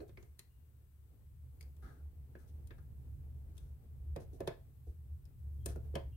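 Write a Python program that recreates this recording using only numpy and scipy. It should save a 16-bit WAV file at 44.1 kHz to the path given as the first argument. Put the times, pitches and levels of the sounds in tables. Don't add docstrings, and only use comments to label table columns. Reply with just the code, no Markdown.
import sys
import numpy as np
from scipy import signal
from scipy.fft import rfft, irfft, next_fast_len
from scipy.io import wavfile
from scipy.ndimage import map_coordinates

SR = 44100
rng = np.random.default_rng(int(sys.argv[2]) if len(sys.argv) > 2 else 0)


def transcribe(u):
    v = np.clip(np.atleast_2d(u).T, -1, 1)
    q = np.round(v * 32767).astype(np.int16)
    wavfile.write(sys.argv[1], SR, q)


N = 271656
TOP_HZ = 15830
# (frequency [Hz], correlation [-1..1])
WORK_LIKENESS = [(300, 1), (650, 0.16), (1300, 0), (10000, 0)]


def amp(db):
    return 10 ** (np.asarray(db) / 20)


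def unit(x):
    return x / np.sqrt(np.mean(x ** 2) + 1e-20)


def along(points, hz):
    f, v = np.transpose(points)
    return np.interp(np.log(hz + 1), np.log(f + 1), v)


def curve(rows):
    return np.interp(np.arange(N) / SR, *np.transpose(rows))


def wobble(rate, size):
    return map_coordinates(rng.standard_normal(4096), [np.arange(size) * rate / SR], mode="wrap")


def filtered(x, response):
    size = x.shape[-1]
    padded = next_fast_len(size + 8192)
    return irfft(rfft(x, padded) * response(np.fft.rfftfreq(padded, 1 / SR)), padded)[..., :size]


def paired(x, likeness):
    turn = lambda hz: np.arccos(np.clip(along(likeness, hz), -1, 1)) / 2
    mid, side = filtered(x, lambda hz: np.array([np.cos(turn(hz)), np.sin(turn(hz))]))
    return np.array([mid + side, mid - side])


def noise(colour, likeness, size):
    coloured = filtered(rng.standard_normal((2, size)), lambda hz: amp(along(colour, hz)))
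    return unit(paired(coloured, likeness))


def add(track, s, sound):
    start = max(round(s * SR), 0)
    part = sound[:, :N - start]
    track[:, start:start + part.shape[1]] += part


def with_room(x, wet_db, build_s):
    # (frequency [Hz], t60 [s])
    decay = [(150, 0.18), (500, 0.25), (2000, 0.26), (5000, 0.28), (12000, 0.2)]
    # (frequency [Hz], gain [dB])
    colour = [(100, -7), (500, 5), (1800, 4.5), (4000, 0), (10000, -2.5)]
    hz, t, spectrum = signal.stft(rng.standard_normal((2, SR // 3)), SR, nperseg=256)
    fade = amp(along(colour, hz)[:, None] - 60 * t / along(decay, hz)[:, None])
    tail = signal.istft(spectrum * fade, SR, nperseg=256)[1]
    tail *= 1 - np.exp(-(np.arange(tail.shape[1]) / SR / build_s) ** 2)
    wet = signal.fftconvolve(x, tail / np.linalg.norm(tail[0]), axes=1)
    return x + amp(wet_db) * wet[:, :x.shape[1]]


def room_tone(drone_hz=72.07, waver_hz=3.96, throb_db=5, steady_db=-42, steadying_span_db=7.5):
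    # (time [s], relative level [dB])
    drone_swell = [(0, -58), (0.22, -58.5), (0.35, -66), (1.0, -61), (1.3, -57.5), (1.45, -50), (1.9, -55),
                   (2.7, -54), (3.0, -54), (3.5, -48), (3.8, -57), (4.1, -47), (4.4, -58), (4.75, -62.5),
                   (5.1, -48.5), (5.32, -64), (5.45, -41.5), (6.16, -48)]
    rumble_swell = [(0, -63), (0.22, -57), (0.36, -68), (1.5, -61), (2.35, -60), (2.8, -54), (3.3, -53.5),
                    (3.85, -58.5), (4.1, -53), (4.4, -55), (4.7, -60.5), (5.25, -59), (5.7, -49),
                    (6.16, -55)]
    murk_swell = [(0.0, -79), (0.4, -84.5), (1.2, -82.5), (2.05, -75), (4.0, -75.5), (4.5, -70), (4.7, -81),
                  (5.35, -81), (6.0, -70), (6.16, -79)]
    # (frequency [Hz], relative density [dB])
    rumble_colour = [(12, -15.5), (25, -11.5), (50, 2.5), (70, -0.5), (90, -1), (115, 1), (145, -4.5),
                     (175, -18), (250, -25.5), (500, -42.5), (1000, -104)]
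    murk_colour = [(100, -10.5), (220, 5), (330, 2), (440, 2), (600, -7.5), (800, -8), (1200, -19.5),
                   (2500, -23.5), (6000, -34)]
    # (frequency [Hz], correlation [-1..1])
    likeness = [(60, 0.67), (180, 0.88), (550, 0.48), (1650, -0.19), (4970, -0.68), (15000, -0.42)]
    unsteady = np.clip((steady_db - curve(drone_swell)) / steadying_span_db, 0.37, 1)
    pitch = drone_hz + waver_hz * unsteady * wobble(22, N)
    throb = amp(throb_db * unsteady * wobble(15, N))
    drone = amp(curve(drone_swell) - 1) * throb * unit(np.sin(2 * np.pi * np.cumsum(pitch) / SR))
    rumble = amp(curve(rumble_swell) + 2) * noise(rumble_colour, likeness, N)
    flutter_db = 2 * wobble(22, N)
    murk = amp(curve(murk_swell) + 2.5 + flutter_db) * noise(murk_colour, likeness, N)
    return drone + rumble + murk


def microphone_hiss(hiss_db=-77, whine_right_db=-15):
    # (frequency [Hz], left relative density [dB], right relative density [dB])
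    colour = [(394, -18, -17), (1030, -1.5, -2), (1950, -4.5, -7.5), (5600, -11, -13.5),
              (7500, -7.5, -13.5), (8600, -5.5, -8), (10600, -4.5, -10.5), (13100, 1, -9), (15600, 0, -11)]
    # (frequency [Hz], level on the left [dB])
    tones = [(8000, -96), (9001, -103), (10002, -106)]
    sides = lambda hz: amp([along(np.array(colour)[:, [0, side]], hz) for side in (1, 2)])
    hiss = unit(filtered(rng.standard_normal((2, N)), sides))
    whine = sum(amp(db) * unit(np.sin(2 * np.pi * hz * np.arange(N) / SR)) for hz, db in tones)
    return amp(hiss_db) * hiss + np.array([whine, amp(whine_right_db) * whine])


def rubs(grain_db=1, grain_rate=350, skew=0.36):
    # (time [s], length [s], blade scrape [dB], hand scuff [dB], reel groan [dB])
    strokes = [(0.0, 0.058, -80, -68.5, -46), (0.079, 0.025, -76, -99, -75), (0.176, 0.15, -82, -98, -70),
               (1.823, 0.13, -79.5, -60, -66), (1.875, 0.18, -83.5, -69.5, -68.5),
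               (2.385, 0.1, -79.5, -73, -77.5), (2.474, 0.053, -75.5, -90, -80),
               (2.782, 0.022, -80, -65, -97), (3.548, 0.22, -80.5, -80.5, -77),
               (4.2, 0.055, -70.5, -77, -59.5), (4.33, 0.063, -75, -93, -56.5),
               (4.868, 0.074, -81.5, -106, -62), (5.682, 0.062, -61, -62, -52),
               (5.841, 0.055, -84, -76, -67), (5.941, 0.017, -91, -95, -49.5)]
    # (frequency [Hz], relative density [dB])
    scrape = [(2000, -5), (4000, 1.5), (4800, -0.5), (5900, 4.5), (7500, -1), (9000, 4.5), (13000, -0.5),
              (16000, -11)]
    scuff = [(300, 12), (600, -11.5), (820, 5), (1000, -10.5), (1250, 6), (1650, 4.5), (1830, -9),
             (2050, -4.5), (2500, -20.5), (4000, -14), (8000, -28.5)]
    groan = [(180, -21), (300, 4), (365, 5.5), (470, 3), (565, -12.5), (700, -8.5), (1200, -54),
             (3000, -46.5)]
    track, size = np.zeros((2, N)), SR // 2
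    for s, length, scrape_db, scuff_db, groan_db in strokes:
        swell = np.sin(np.pi * np.clip(np.arange(size) / SR / length, 0, 1) ** skew)
        grain = unit(amp(grain_db * wobble(grain_rate, size)))
        layers = [(scrape, scrape_db), (scuff, scuff_db), (groan, groan_db)]
        rub = sum(amp(db) * noise(colour, WORK_LIKENESS, size) for colour, db in layers)
        add(track, s, with_room(swell * grain * rub, wet_db=-9, build_s=0.0027))
    return track


def reel_ring(t, spread_db=0.5):
    # (frequency [Hz], relative level [dB], t60 [s])
    modes = [(151, -2.5, 0.12), (239.5, -7.5, 0.077), (323, -12.5, 0.11), (356.5, 1, 0.078),
             (385, 0, 0.065), (455, 0, 0.076), (551.5, -1, 0.11), (597, -1, 0.044), (664, 1.5, 0.068),
             (742, -15, 0.068), (855, -10, 0.058), (938, -10.5, 0.15), (1043, -2.5, 0.048), (1211, 0, 0.03),
             (1487, -12, 0.049), (1557, -4, 0.064), (1720, -3, 0.079), (2114, -12.5, 0.096),
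             (2534, -2.5, 0.057), (2785, -12.5, 0.12), (3175, -4, 0.061), (3420, 4, 0.026),
             (4100, -16, 0.14), (5440, -13.5, 0.034), (6100, -14, 0.027), (6990, -9, 0.017),
             (8700, -16, 0.042), (9100, -8.5, 0.029), (9820, -4, 0.011), (12030, -17, 0.034)]
    hz, db, t60 = np.transpose(modes)[:, :, None]
    offset = np.arccos(np.clip(along(WORK_LIKENESS, hz), -1, 1)) * rng.choice([-.5, .5], hz.shape)
    phase = rng.uniform(0, 2 * np.pi, hz.shape) + np.array([offset, -offset])
    fade = amp(db + spread_db * rng.standard_normal(hz.shape) - 60 * t / t60)
    return (fade * np.sin(2 * np.pi * hz * t + phase)).sum(axis=1)


def blow(t, levels_db, attack_s=0.00081, firm_db=-42):
    # (low edge [Hz], high edge [Hz], trim [dB], crack against ring [dB], crack t60 [s])
    registers = [(6000, 14000, -6, 0.5, 0.031), (2465, 4970, 1, 13.5, 0.039), (920, 2640, 0, 8.5, 0.12),
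                 (121, 650, 2, 10, 0.16)]
    ring, hit = reel_ring(t), 0
    crack = paired(rng.standard_normal((2, len(t))), WORK_LIKENESS)
    onset = 1 - np.exp(-t / attack_s)
    reach = [1, 1, 1, np.interp(levels_db[-1], [firm_db - 9, firm_db], [0.68, 1])]
    for (lo, hi, trim_db, crack_db, crack_t60), db, share in zip(registers, levels_db, reach):
        band = signal.butter(3, [lo, hi * share], "band", fs=SR, output="sos")
        part = signal.sosfilt(band, (ring + amp(crack_db - 60 * t / crack_t60) * crack) * onset)
        early_rms = np.sqrt(np.mean(part[:, :SR // 100] ** 2))
        hit += amp(db + trim_db) * part / early_rms
    return hit


def touched_part(t, hz, overtone_db, t60=0.046, overtone_ratio=2.13, width=0.0576, count=5):
    ring = np.zeros((2, len(t)))
    for centre_hz, db in [(hz, 0), (hz * overtone_ratio, overtone_db)]:
        detunes = np.linspace(-1, 1, count) + rng.uniform(-1.2, 1, count) / count
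        for mode_hz in centre_hz * (1 + width * detunes):
            phase = rng.uniform(0, 2 * np.pi, (2, 1))
            ring += amp(db) * (centre_hz < TOP_HZ) * np.sin(2 * np.pi * mode_hz * t + phase)
    return ring * np.sqrt(2 / count) * amp(-60 * t / t60) * (1 - np.exp(-t / 0.00012))


def blade(lead_in_db=-12, lead_in_s=0.0055):
    # (time [s], tip tick [dB], reel knock [dB], hollow clack lift [dB],
    # pitch of the touched part [Hz], its ring [dB], its overtone against that ring [dB])
    contacts = [(0.0034, -90, -61.5, 4, 4210, -66, -21), (0.092, -76.5, -61.5, -7.5, 3570, -74, -12),
                (0.1731, -77.5, -61.5, 0.5, 2190, -53, -22), (0.226, -71.5, -68.5, -6, 6630, -72, -20),
                (0.3915, -50, -71, -6.5, 1964, -59.5, 3.5), (1.609, -57.5, -75.5, -6, 2184, -61.5, -2),
                (1.6259, -65.5, -78, -7, 2240, -78, 12), (1.765, -74, -94, -3, 7400, -81, -6),
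                (2.3528, -84.5, -56.5, -3, 1605, -56, -32), (2.6714, -63, -89, -4, 9350, -69, -20),
                (2.7064, -90, -60, 7.5, 1716, -56.5, -9), (3.568, -70, -88, -7, 2820, -75, -15),
                (3.5782, -59, -82, -6, 3550, -64, -23), (4.1607, -57.5, -45, -9.5, 1780, -59.5, -10),
                (4.404, -57, -41, -14.5, 1750, -58.5, -6), (4.474, -48.5, -37.5, -7.5, 1676, -60, 12.5),
                (5.253, -71.5, -89, -3.5, 5200, -73.5, -21), (5.6588, -39, -47, -12, 8750, -44.5, -20),
                (5.7592, -65.5, -49.5, -17.5, 648, -45, -16.5),
                (5.9534, -50.5, -40.5, -4.5, 3195, -48, -32)]
    track, t = np.zeros((2, N)), np.arange(SR // 4) / SR
    for s, tick_db, knock_db, clack_db, part_hz, ring_db, overtone_db in contacts:
        levels_db = np.linspace(tick_db, knock_db, 4) + clack_db * np.array([0, 1, 1, 0])
        hit = blow(t, levels_db) + amp(ring_db) * touched_part(t, part_hz, overtone_db)
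        lead_in = np.minimum(t / lead_in_s, 1) * np.exp(-t / lead_in_s)
        add(track, s - lead_in_s, amp(lead_in_db) * lead_in * hit)
        add(track, s, with_room(hit, wet_db=-11.5, build_s=0.0039))
    return track


def fingers(flutter_db=2, flutter_rate=18, skew=0.5):
    # (time [s], length [s], level [dB])
    slides = [(0.05, 0.38, -84), (1.5, 0.62, -81), (2.35, 2.1, -84), (4.2, 1.3, -86), (5.358, 1.1, -79)]
    # (frequency [Hz], relative density [dB])
    colour = [(2000, -17), (5000, -13), (9000, -7.5), (13000, -3), (16000, -2.5)]
    t = np.arange(N) / SR
    swell = sum(amp(db) * np.sin(np.pi * np.clip((t - s) / length, 0, 1) ** skew)
                for s, length, db in slides)
    return swell * amp(flutter_db * wobble(flutter_rate, N)) * noise(colour, WORK_LIKENESS, N)


def thread_squeaks(waver=0.012):
    # (time [s], time to fade by 20 dB [s], pitch [Hz], level [dB])
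    squeaks = [(0.495, 0.2, 2820, -89.5), (5.598, 0.16, 3230, -84), (6.121, 0.1, 2820, -78.5),
               (6.114, 0.11, 3149, -83)]
    track, t = np.zeros((2, N)), np.arange(SR // 2) / SR
    for s, fade_s, hz, db in squeaks:
        envelope = np.minimum(t / 0.013, 1) * amp(db - 20 * t / fade_s)
        pitch = hz * (1 + waver * wobble(270, len(t)))
        tone = unit(np.sin(2 * np.pi * np.cumsum(pitch) / SR))
        add(track, s, with_room(np.tile(envelope * tone, (2, 1)), wet_db=-2, build_s=0.008))
    return track


def bench_bumps(hz=66.05, width_s=0.019):
    # (time of the middle [s], level [dB])
    bumps = [(1.858, -44), (3.18, -44), (3.64, -43.5), (4.019, -45), (4.14, -41), (4.897, -41.5)]
    t = np.arange(N) / SR
    swing = lambda s: np.exp(-((t - s) / width_s) ** 2) * np.sin(2 * np.pi * (hz * t + rng.random()))
    return np.sqrt(2) * sum(amp(db) * swing(s) for s, db in bumps)


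def scene():
    # (frequency [Hz], left minus right [dB])
    balance = [(130, -2), (450, -2.5), (700, -6.5), (1300, 3.5), (4000, 3), (10000, 5.5)]
    work = blade() + thread_squeaks() + fingers() + rubs()
    work = filtered(work, lambda hz: amp(np.outer([.5, -.5], along(balance, hz))))
    return work + bench_bumps() + room_tone() + microphone_hiss()


def record(dry):
    return filtered(dry, lambda hz: hz < TOP_HZ)


dry = scene()
out = record(dry)
transcribe(out)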